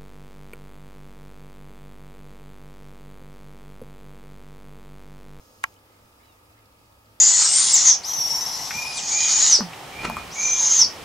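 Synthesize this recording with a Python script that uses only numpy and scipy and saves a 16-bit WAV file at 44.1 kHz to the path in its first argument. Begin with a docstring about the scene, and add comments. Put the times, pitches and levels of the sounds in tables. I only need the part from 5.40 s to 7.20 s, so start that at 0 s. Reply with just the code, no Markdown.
"""A still, frosty field, heard on a camcorder's own stereo microphone. Low rumble, hiss and a slow swell
of far-off noise lie under the close hum and ticking of the tape drive. The zoom motor whirs at first;
at 0.24 s the released lever snaps back, one sharp click through the plastic case, and the lens stops
with a few tiny ticks. Then the grass rustles softly, a dog gives one very faint whine at 0.8 s,
and the grass stirs once more."""
import sys
import numpy as np
from scipy import signal
from scipy.fft import rfft, irfft, next_fast_len
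from scipy.io import wavfile
from scipy.ndimage import uniform_filter1d, map_coordinates

SR = 44100
rng = np.random.default_rng(int(sys.argv[2]) if len(sys.argv) > 2 else 0)


def wav_record(signal):
    """Record a signal, one row per channel, as 16-bit PCM in the file named by sys.argv[1]."""
    frames = np.transpose(np.atleast_2d(signal))
    bounded = np.clip(frames, -1, 1)
    # unit amplitude maps onto the largest positive 16-bit level
    quanta = np.round(bounded * 32767).astype(np.int16)
    wavfile.write(sys.argv[1], SR, quanta)


N = 79380
PORTS = np.array([[.5], [-.5]])  # each microphone port's share of a left-minus-right difference


def amp(db):
    return 10 ** (np.asarray(db) / 20)


def unit(x):
    return x / np.sqrt(np.mean(x ** 2) + 1e-20)


def along(points, hz):
    """A curve through (f/Hz, value) points on a log frequency axis."""
    f, v = np.transpose(points)
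    return np.interp(np.log(hz + 1), np.log(f + 1), v)


def clock():
    return np.arange(N) / SR


def wobble(rate):
    """A smooth random curve, rate knots a second."""
    return map_coordinates(rng.standard_normal(int(N * rate / SR) + 4), [clock() * rate])


def filtered(x, response):
    """x shaped by a gain that depends on frequency."""
    size = next_fast_len(N + SR // 2)
    return irfft(rfft(x, size) * response(np.fft.rfftfreq(size, 1 / SR)), size)[..., :N]


def low_cut(x, hz):
    return signal.sosfilt(signal.butter(4, hz, "high", fs=SR, output="sos"), x)


def noise(spectrum, alike, patchy_db=0):
    """Stereo noise of rms 1 with patches of random gain; alike lists (f/Hz, left-right correlation)."""
    cells = signal.stft(rng.standard_normal((2, N)), nperseg=512)[2]
    patches = uniform_filter1d(rng.standard_normal(cells.shape[1:]), size=8, axis=0)
    patches = uniform_filter1d(patches, size=12, axis=1)
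    pair = signal.istft(cells * amp(patchy_db * unit(patches)), nperseg=512)[1][:, :N]
    angle = lambda hz: np.arccos(np.clip(along(alike, hz), -1, 1)) / 2
    response = lambda hz: amp(along(spectrum, hz)) * [np.cos(angle(hz)), np.sin(angle(hz))]
    mid, side = filtered(pair, response)
    return unit(np.array([mid + side, mid - side]))


def struck(t, t60, rise_s=.0005):
    """Quick rise and exponential decay from t = 0."""
    t = np.maximum(t, 0)
    return (1 - np.exp(-t / rise_s)) * amp(-60 * t / t60)


def tone(hz, spread):
    """A stereo sine of rms 1 on a pitch curve; left leads and right lags by spread radians."""
    phase = 2 * np.pi * (np.cumsum(hz) / SR + rng.random())
    return np.sqrt(2) * np.sin(phase + 2 * spread * PORTS)


def open_field():
    """Uneven low rumble and one slow, far-off swell under the hiss of open air and microphone."""
    # spectra of the rumble, the distant noise and the hiss: f/Hz, relative level/dB
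    rumble_spectrum = [(15, -20), (30, -15), (50, 0), (68, 4.5), (100, -2.5), (140, -11.5), (300, -30.5)]
    far_spectrum = [(120, -16), (280, -0.5), (390, -1.5), (520, -1.5), (1000, -3), (2000, -21)]
    air_spectrum = [(40, -0.5), (150, -0.5), (290, 4), (390, -2), (510, 4), (720, -1.5), (1300, 0),
                    (1500, -6), (2500, -6), (4000, -11), (5100, -12), (7000, -14.5), (15500, -17.5)]
    # how alike the field sounds at the two ports: f/Hz, correlation
    alike = [(60, 0.99), (120, 0.75), (240, 0.8), (480, 0.58), (950, -0.074), (1890, -0.58), (3770, -0.26),
             (7520, 0.18), (15000, 0.86)]
    rumble = unit(amp(2.5 * wobble(22.05)) * noise(rumble_spectrum, [(60, .998)]))
    swell = np.exp(-((clock() - 0.7) / 0.69) ** 2)
    far = swell * noise(far_spectrum, alike, patchy_db=1.5)
    air = noise(air_spectrum, alike, patchy_db=1)
    return amp(-65) * rumble + amp(-63.5) * far + amp(-58) * air


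def tape_drive():
    """The tape drive, right by the microphone: a wavering hum and thin, steady tones."""
    # tones of the running drive: f/Hz, level/dB
    partials = [(307, -77), (490, -75.5), (770, -80.5), (840, -75), (910, -71.5), (1190, -73.5),
                (1260, -72), (1330, -78), (1610, -93), (1685, -80.5), (2525, -81), (5050, -78.5),
                (10099, -93)]
    tones = sum(amp(db) * tone(hz + 1.4 * wobble(20), spread=0.61) for hz, db in partials)
    hum_db = -66.5 + 2.3 * wobble(12.6)
    hum_hz = 102.7 + 4.85 * wobble(17)
    return tones + amp(hum_db) * tone(hum_hz, spread=0)


def zoom_motor():
    """Gear noise and fluttering motor whine, which stop just after the lever is let go."""
    # spectrum of the gears: f/Hz, relative level/dB
    gear_spectrum = [(2500, -27), (4200, -11), (5300, -4), (6000, -13), (7200, -15.5), (9200, -15),
                     (15000, -20)]
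    # tones of the motor: f/Hz, level/dB
    partials = [(5394, -82), (6570, -70), (9135, -88), (13464, -76)]
    gears_fade_from_s, stop_s, whine_fade_s, flutter_hz = 0.27, 0.36, 0.022, 60
    t = clock()
    gear_level = amp(-64) * np.interp(t, [gears_fade_from_s, stop_s], [1, 0])
    gears = gear_level * noise(gear_spectrum, [(5000, .4)])
    whine = sum(amp(db) * tone(hz + flutter_hz * wobble(300), spread=0.7) for hz, db in partials)
    return gears + whine * np.clip((stop_s - t) / whine_fade_s, 0, 1)


def tape_ticks():
    """The running tape mechanism ticks faintly, fifteen times a second."""
    # spectrum of a tick: f/Hz, relative level/dB
    spectrum = [(1500, -22), (3800, -8), (5050, 0), (6200, -23), (14000, -17)]
    first_s, period_s = .0555, .06673
    since_tick = (clock() - first_s) % period_s
    return amp(-58) * struck(since_tick, t60=0.023) * noise(spectrum, [(5000, .5)])


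def zoom_lever():
    """The lever scrapes back, snaps home and rings the plastic case that holds the microphone."""
    # modes of the case: f/Hz, relative level/dB, t60/s, left minus right/dB, lag of the left port/ms
    modes = [(696, -36.1, 0.02, 3, 0.13), (896, -37.5, 0.08, -0.4, -0.14), (1030, -30.5, 0.033, -9, -0.015),
             (1110, -14.5, 0.025, -1.5, 0.027), (1348, -18.5, 0.023, 9, 0.045),
             (1620, -12, 0.025, -2.5, 0.35), (1915, -17, 0.016, -8, 0.013), (2220, -10.5, 0.0154, -4, 0.27),
             (2390, -35, 0.068, -4, 0.235), (2885, -20, 0.012, 6, 0.083), (3090, -27.5, 0.017, -9, 0.016),
             (3818, -19.5, 0.0066, -4, -0.02), (4770, -22, 0.0084, 3, 0.028),
             (6360, -22, 0.0086, -9.5, 0.028), (7610, -24.5, 0.0063, -3.2, 0.028),
             (9340, -16.5, 0.0033, -7, 0.012), (11430, -21, 0.0027, -5, -0.0013)]
    # light scrapes of the sliding lever: t/s, level/dB
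    contacts = [(0.2335, -34.5), (0.2351, -33.5), (0.2379, -28.5), (0.2396, -24)]
    # spectra of the scrapes and of the case's after-ring: f/Hz, relative level/dB
    scrape_spectrum = [(500, -6), (1500, -6), (3000, 2), (6500, -7), (9300, -3), (12000, -10), (15500, -18)]
    ring_spectrum = [(200, -41), (500, -23), (720, -5.5), (1050, -5.5), (2800, -11), (4500, -24),
                     (14000, -46)]
    snap_s, modes_gain_db, thump_hz = .2393, 0.64, 72.4
    t = clock() - snap_s
    click = np.zeros((2, N))
    for hz, db, t60, pan_db, lag_ms in modes:
        port_t = t - PORTS * lag_ms / 1000
        level = amp(modes_gain_db + db + PORTS * pan_db)
        click += level * struck(port_t, t60) * np.sin(2 * np.pi * hz * port_t)
    scrape_level = sum(amp(db) * struck(clock() - s, t60=0.0072) for s, db in contacts)
    scrapes = scrape_level * noise(scrape_spectrum, [(1000, 0.97)])
    stir = amp(-30) * np.exp(-abs(t) / 0.0017)  # the case stirs just before and after the snap
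    after_ring = amp(-47) * struck(t, t60=.17)
    case_noise = (stir + after_ring) * noise(ring_spectrum, [(1000, .2)])
    thump = amp(-52) * struck(t, t60=0.27) * np.sin(2 * np.pi * thump_hz * t)  # the body gives a little
    return low_cut(click + scrapes + case_noise, hz=620) + thump


def lens_ticks():
    """Tiny ticks and pings as the lens comes to rest."""
    # contacts in the settling lens mechanism: t/s, level/dB, f/Hz, half-width/octaves
    contacts = [(0.325, -58.5, 2760, 0.44), (.3395, -54, 5200, 0.96), (.358, -62, 5900, .04),
                (0.362, -55.5, 3030, 0.07)]
    ticks = np.zeros((2, N))
    for s, db, hz, octaves in contacts:
        band = lambda f: 1 / (1 + (np.log2((f + 1) / hz) / octaves) ** 2)
        ping = unit(filtered(rng.standard_normal(N), band))
        ticks += amp(db) * struck(clock() - s, t60=0.028) * ping
    return ticks


def grass():
    """Brief swells of dry rustle in the frosty grass."""
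    # the rustles: t/s, level/dB, half-length/s
    rustles = [(0.562, -66.5, 0.086), (0.832, -65.5, 0.056), (1.185, -69, 0.033)]
    # spectrum of the grass: f/Hz, relative level/dB
    spectrum = [(800, -18), (2100, 3.5), (2900, -16), (3800, -6), (5500, -19), (12000, -28)]
    level = sum(amp(db) * np.exp(-((clock() - s) / half) ** 2) for s, db, half in rustles)
    return low_cut(level * noise(spectrum, [(3000, .2)], patchy_db=3.5), hz=700)


def dog():
    """A thin whine that rises quickly and sags; only its overtones are heard."""
    # course of the whine's fundamental pitch and loudness: t/s, f/Hz, level/dB
    contour = [(.815, 874, -90), (.84, 1003, -67), (0.871, 985, -73), (.897, 945, -65.5), (.935, 890, -73),
               (.96, 860, -85)]
    # overtones of the voice: multiple of the pitch, relative level/dB
    harmonics = [(2, -12), (3, -3), (4, -1)]
    t = clock()
    times, hz, db = np.transpose(contour)
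    pitch = np.interp(t, times, hz) * (1 + 0.0048 * wobble(150))
    level = amp(np.interp(t, times, db)) * (t > times[0]) * (t < times[-1])
    return level * sum(amp(gain_db) * tone(round(k) * pitch, spread=0.33) for k, gain_db in harmonics)


def scene():
    """The close click over the camera's own noises and the quiet field."""
    balance_db = -0.54  # left minus right
    quiet = open_field() + tape_drive() + zoom_motor() + tape_ticks() + lens_ticks() + grass() + dog()
    return zoom_lever() + quiet * amp(balance_db * PORTS)


def record(dry):
    """The camcorder keeps nothing above its band limit."""
    top_hz = 15850
    return filtered(dry, lambda hz: hz < top_hz)


dry = scene()
out = record(dry)
wav_record(out)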